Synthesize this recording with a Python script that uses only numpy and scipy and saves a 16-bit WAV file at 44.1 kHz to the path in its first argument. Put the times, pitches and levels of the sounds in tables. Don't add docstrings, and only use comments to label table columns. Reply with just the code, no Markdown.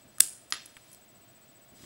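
import sys
import numpy as np
from scipy import signal
from scipy.fft import rfft, irfft, next_fast_len
from scipy.io import wavfile
from scipy.ndimage import uniform_filter1d, minimum_filter1d, map_coordinates

SR = 44100
rng = np.random.default_rng(int(sys.argv[2]) if len(sys.argv) > 2 else 0)


def to_wav(s):
    ch = np.atleast_2d(s).T
    pcm = np.round(np.clip(ch, -1, 1) * 32767)
    wavfile.write(sys.argv[1], SR, pcm.astype(np.int16))


N = 81585
TIME_S = np.arange(N) / SR
FFT_SIZE = next_fast_len(N + SR // 2)
FFT_HZ = np.fft.rfftfreq(FFT_SIZE, 1 / SR)
RELEASE_S, STOP_S, ROOM_GAP_S = .2044, .5238, .006

# (frequency [Hz], level [dB], t60 [s])
LOCK_MODES = [(1620, -22, .013), (2800, -22, .012), (3480, -16, .012), (4640, -13.5, .011),
              (5370, -12.5, .010), (6850, -12, .011), (7430, -9, .012), (8170, -1.5, .012),
              (8880, -6, .012), (9360, -3.5, .012), (9990, -8, .012), (10955, -11, .012),
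              (12070, -10.5, .010), (13850, -9.5, .009)]
# (frequency [Hz], level [dB], t60 [s])
OPEN_LOCK_MODES = [(310, -52.5, 0.11), (1222, -25, 0.02), (1605, -28, 0.019), (1878, -30.5, 0.036),
                   (2580, -31.5, 0.027), (3155, -30, 0.026), (3550, -20.5, 0.01), (4300, -26.5, 0.025),
                   (5220, -21, 0.012), (7140, -17.5, 0.0067)]
# (frequency [Hz], t60 [s])
ROOM_T60 = [(150, 0.072), (1000, 0.42), (4000, 0.39), (9000, 0.44), (15000, 0.27)]


def snap():
    # (time [s], level [dB])
    contacts = [(.2008, -22), (.2020, -23), (.2031, -17), (.2044, 0), (.2060, -4), (.2071, -11)]
    # (frequency [Hz], level [dB])
    crack_colour = [(40, -11), (200, -8), (370, -11.5), (750, -25), (1400, -5.5), (2450, -12.5), (3600, -3),
                    (6200, 1), (8500, 4), (11000, -2.5), (15500, -1.5)]
    # (frequency [Hz], level [dB], t60 [s])
    recoil_modes = [(186, -40.5, .035), (340, -40.5, 0.036)]
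    crack_db, crack_t60_s, lock_db = -4, .0096, 1.8
    crack = bursts([(s, db + crack_db, crack_t60_s) for s, db in contacts], crack_colour)
    return crack + amp(lock_db) * ring(RELEASE_S, LOCK_MODES) + ring(RELEASE_S, recoil_modes)


def clack():
    # (time [s], level [dB])
    blows = [(.5238, -7), (.5248, -4.5), (.5266, -16)]
    # (frequency [Hz], level [dB])
    blow_colour = [(40, -2), (300, 10), (700, 3.5), (1200, 14.5), (2500, 17), (5000, 25.5), (7200, -9),
                   (8600, 9.5), (12000, -1), (14000, -19)]
    force = np.zeros(N)
    for s, db in blows:
        force[round(s * SR)] += amp(db)
    return coloured(force, blow_colour) + ring(STOP_S, OPEN_LOCK_MODES)


def pick_ring():
    # (time [s], level [dB], free ringing [s])
    pings = [(.5245, -37.5, 0.026), (.660, -44, 0.0029), (0.768, -50.5, .002), (.916, -55, 0.006)]
    pick_hz, free_t60_s, touched_t60_s, room_db = 10650, .2, .019, -18
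    note = np.zeros(N)
    for s, db, free_s in pings:
        damping = decay(s + free_s, touched_t60_s)
        note += ring(s, [(pick_hz, db, free_t60_s)]) * damping
    room_response = rng.standard_normal(N) * fade(ROOM_GAP_S, along(ROOM_T60, pick_hz))
    room_response /= np.linalg.norm(room_response)
    return note + amp(room_db) * signal.fftconvolve(note, room_response)[:N]


def pick_contacts():
    # (time [s], level [dB], t60 [s])
    ticks = [(.1836, -37, 0.013), (.5040, -45, 0.015), (.5068, -40.5, 0.03), (.5305, -38, 0.0056),
             (.5345, -33.5, 0.0079), (.5465, -43, 0.0076), (.6572, -45, 0.017), (.6598, -37, 0.0091),
             (.9150, -51.5, 0.034), (.9295, -47, 0.036), (.9330, -57, 0.0071), (.9362, -47, 0.0094),
             (.9473, -38.5, 0.0057)]
    # (frequency [Hz], level [dB])
    tick_colour = [(300, -29), (3500, -19.5), (6000, -10.5), (10500, -4.5), (13000, -10.5), (15500, -24)]
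    # (time [s], level [dB])
    slide_levels = [(.52, -91), (.55, -94), (.66, -61.5), (.74, -64.5), (.85, -65), (.93, -63.5),
                    (1.02, -71)]
    # (frequency [Hz], level [dB])
    keyway_colour = [(300, -12), (4000, -6), (8500, -10), (10200, -6.5), (10700, -9.5), (11200, -9.5),
                     (14000, -24)]
    return bursts(ticks, tick_colour) + rub(slide_levels, keyway_colour)


def body_knocks():
    # (frequency [Hz], level [dB], t60 [s])
    bolt_modes = [(1250, -46, 0.034), (1770, -44.5, 0.016)]
    # (time [s], level [dB], t60 [s])
    knocks = [(.7675, -41, 0.0275), (1.838, -53, 0.06)]
    # (frequency [Hz], level [dB])
    knock_colour = [(100, -3.5), (700, -13), (1200, 0.5), (1900, -5), (3400, -9), (4500, -21), (14000, -31)]
    return ring(start_s=.1837, modes=bolt_modes) + bursts(knocks, knock_colour)


def echoes(sound):
    # (delay [s], level [dB])
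    paths = [(.0108, -26), (.0138, -19.5), (.0190, -27), (.0318, -24), (.0432, -27), (.0505, -30)]
    # (frequency [Hz], gain [dB])
    echo_colour = [(100, 6), (1500, -3.5), (4000, -6.5), (10000, -9.5), (12500, -2), (15500, -11)]
    reflections = sum(amp(db) * np.exp(-2j * np.pi * FFT_HZ * s) for s, db in paths)
    return filtered(sound, amp(along(echo_colour, FFT_HZ)) * reflections)


def tail(start_s, colour, modes):
    tint_db, tint_width_hz = 4, 170
    clump_db, clumps_per_s, build_s = 1.6, 380, .014
    peaks = sum(np.exp(-((FFT_HZ - mode[0]) / tint_width_hz) ** 2) for mode in modes)
    tinted = unit(filtered(noise(colour), amp(tint_db * peaks)))
    hz, frame_s, bands = signal.stft(tinted, SR, nperseg=256)
    bands = bands * decay(start_s, along(ROOM_T60, hz)[:, None], frame_s)
    wash = signal.istft(bands, SR)[1][:N]
    knots = rng.standard_normal(int(TIME_S[-1] * clumps_per_s) + 2)
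    clumps = map_coordinates(knots, [TIME_S * clumps_per_s])
    onset = np.clip((TIME_S - start_s - ROOM_GAP_S) / build_s, 0, 1)
    return wash * unit(amp(clump_db * clumps)) * onset


def reverberation():
    # (frequency [Hz], level [dB])
    snap_colour = [(100, -5.5), (900, -21.5), (1600, -17), (4000, -11), (5000, -9), (6500, -7.5),
                   (8000, -1), (10300, -0.5), (11500, -7.5), (13000, -12.5), (15500, -13)]
    # (frequency [Hz], level [dB])
    clack_colour = [(100, -6), (850, -12), (1200, -5.5), (3500, 2.5), (5000, 2), (7000, -7), (9500, -19),
                    (11000, -14), (14000, -28)]
    snap_tail = amp(-30.5) * tail(RELEASE_S, snap_colour, LOCK_MODES)
    clack_tail = amp(-38.5) * tail(STOP_S, clack_colour, OPEN_LOCK_MODES)
    return snap_tail + clack_tail


def hands():
    # (time [s], level [dB])
    rustle_levels = [(0, -66), (.06, -85), (.12, -68), (1.5, -78), (1.7, -98.5), (1.76, -61), (1.89, -50)]
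    # (frequency [Hz], level [dB])
    skin_colour = [(30, -9.5), (110, -7.5), (300, -4), (600, -22.5), (2000, -19.5), (5000, -14),
                   (10000, -20.5), (15000, -28)]
    # (time [s], level [dB], t60 [s])
    bumps = [(.05, -57.5, 0.29), (1.57, -63.5, 0.25), (1.721, -55, 0.25), (1.835, -52, 0.19)]
    # (frequency [Hz], level [dB])
    bump_colour = [(25, -21.5), (70, -4.5), (140, 1), (300, -5), (600, -13.5), (8000, -57)]
    return rub(rustle_levels, skin_colour) + bursts(bumps, bump_colour)


def whine():
    # (time [s], level [dB])
    tone_levels = [(0, -64), (.55, -67), (.95, -60.5), (1.85, -59.5)]
    # (frequency [Hz], level [dB])
    buzz_colour = [(8000, -43.5), (11300, -14), (12000, 2.5), (12700, -12), (15000, -39)]
    tone_hz, pulse_hz, first_pulse_s, period_s = 15625, 8000, .0112, .0668
    tone = amp(np.interp(TIME_S, *np.transpose(tone_levels))) * np.sin(2 * np.pi * tone_hz * TIME_S)
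    cycle = (TIME_S - first_pulse_s) / period_s % 1
    gate = uniform_filter1d(1.0 * (cycle < .5), size=40)
    buzz = amp(-60.3) * np.sin(2 * np.pi * pulse_hz * TIME_S) + amp(-74.5) * noise(buzz_colour)
    return tone + gate * buzz


def room_hiss():
    # (frequency [Hz], relative density [dB])
    hiss_colour = [(25, -22), (124, 0.5), (154, -7), (190, -4), (304, -4), (488, -10.5), (662, -3),
                   (819, -12), (1410, -13.5), (3200, -15.5), (7000, -21.5), (10000, -22.5), (12300, -27),
                   (14500, -39), (16000, -34.5)]
    return amp(-61) * noise(hiss_colour)


def ring(start_s, modes):
    age_s = TIME_S - start_s
    return sum((-1) ** k * amp(db) * fade(start_s, t60_s) * np.sin(2 * np.pi * hz * age_s)
               for k, (hz, db, t60_s) in enumerate(modes))


def bursts(events, colour):
    force = sum(amp(db) * fade(s, t60_s) * np.sign(rng.standard_normal(N)) for s, db, t60_s in events)
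    return coloured(force, colour)


def rub(levels, colour):
    level_db = np.interp(TIME_S, *np.transpose(levels), left=-np.inf, right=-np.inf)
    return amp(level_db) * noise(colour)


def coloured(force, colour):
    cepstrum = irfft(np.log(unit(amp(along(colour, FFT_HZ)))), FFT_SIZE)
    cepstrum[1:FFT_SIZE // 2] *= 2
    cepstrum[FFT_SIZE // 2 + 1:] = 0
    return filtered(force, np.exp(rfft(cepstrum)))


def noise(colour):
    return unit(filtered(rng.standard_normal(N), amp(along(colour, FFT_HZ))))


def filtered(x, response):
    return irfft(rfft(x, FFT_SIZE) * response, FFT_SIZE)[..., :N]


def decay(start_s, t60_s, time_s=TIME_S):
    return amp(-60 * np.maximum(time_s - start_s, 0) / t60_s)


def fade(start_s, t60_s):
    return (TIME_S >= start_s) * decay(start_s, t60_s)


def along(points, hz):
    point_hz, values = np.transpose(points)
    return np.interp(np.log(hz + 1), np.log(point_hz + 1), values)


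def amp(db):
    return 10 ** (np.asarray(db) / 20)


def unit(x):
    return x / np.sqrt(np.mean(x ** 2) + 1e-20)


def scene():
    right_lead_s, side_hiss_db = 1.2e-5, -24
    release, stop = snap(), clack()
    room = echoes(amp(-2) * release + amp(10.5) * stop) + reverberation()
    lock = release + stop + body_knocks() + pick_contacts() + pick_ring()
    mid = lock + room + hands() + whine() + room_hiss()
    sides = np.array([[-1], [1]])
    pair = filtered(mid, np.exp(1j * np.pi * FFT_HZ * right_lead_s * sides))
    return pair + sides * amp(side_hiss_db) * room_hiss()


def record(dry):
    ceiling, top_hz, rolloff_hz = 1.0, 16150, 400
    needed_gain = ceiling / np.maximum(np.abs(dry).max(axis=0), ceiling)
    gain = uniform_filter1d(minimum_filter1d(needed_gain, size=7), size=7)
    return filtered(dry * gain, np.clip((top_hz - FFT_HZ) / rolloff_hz, 0, 1))


dry = scene()
out = record(dry)
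to_wav(out)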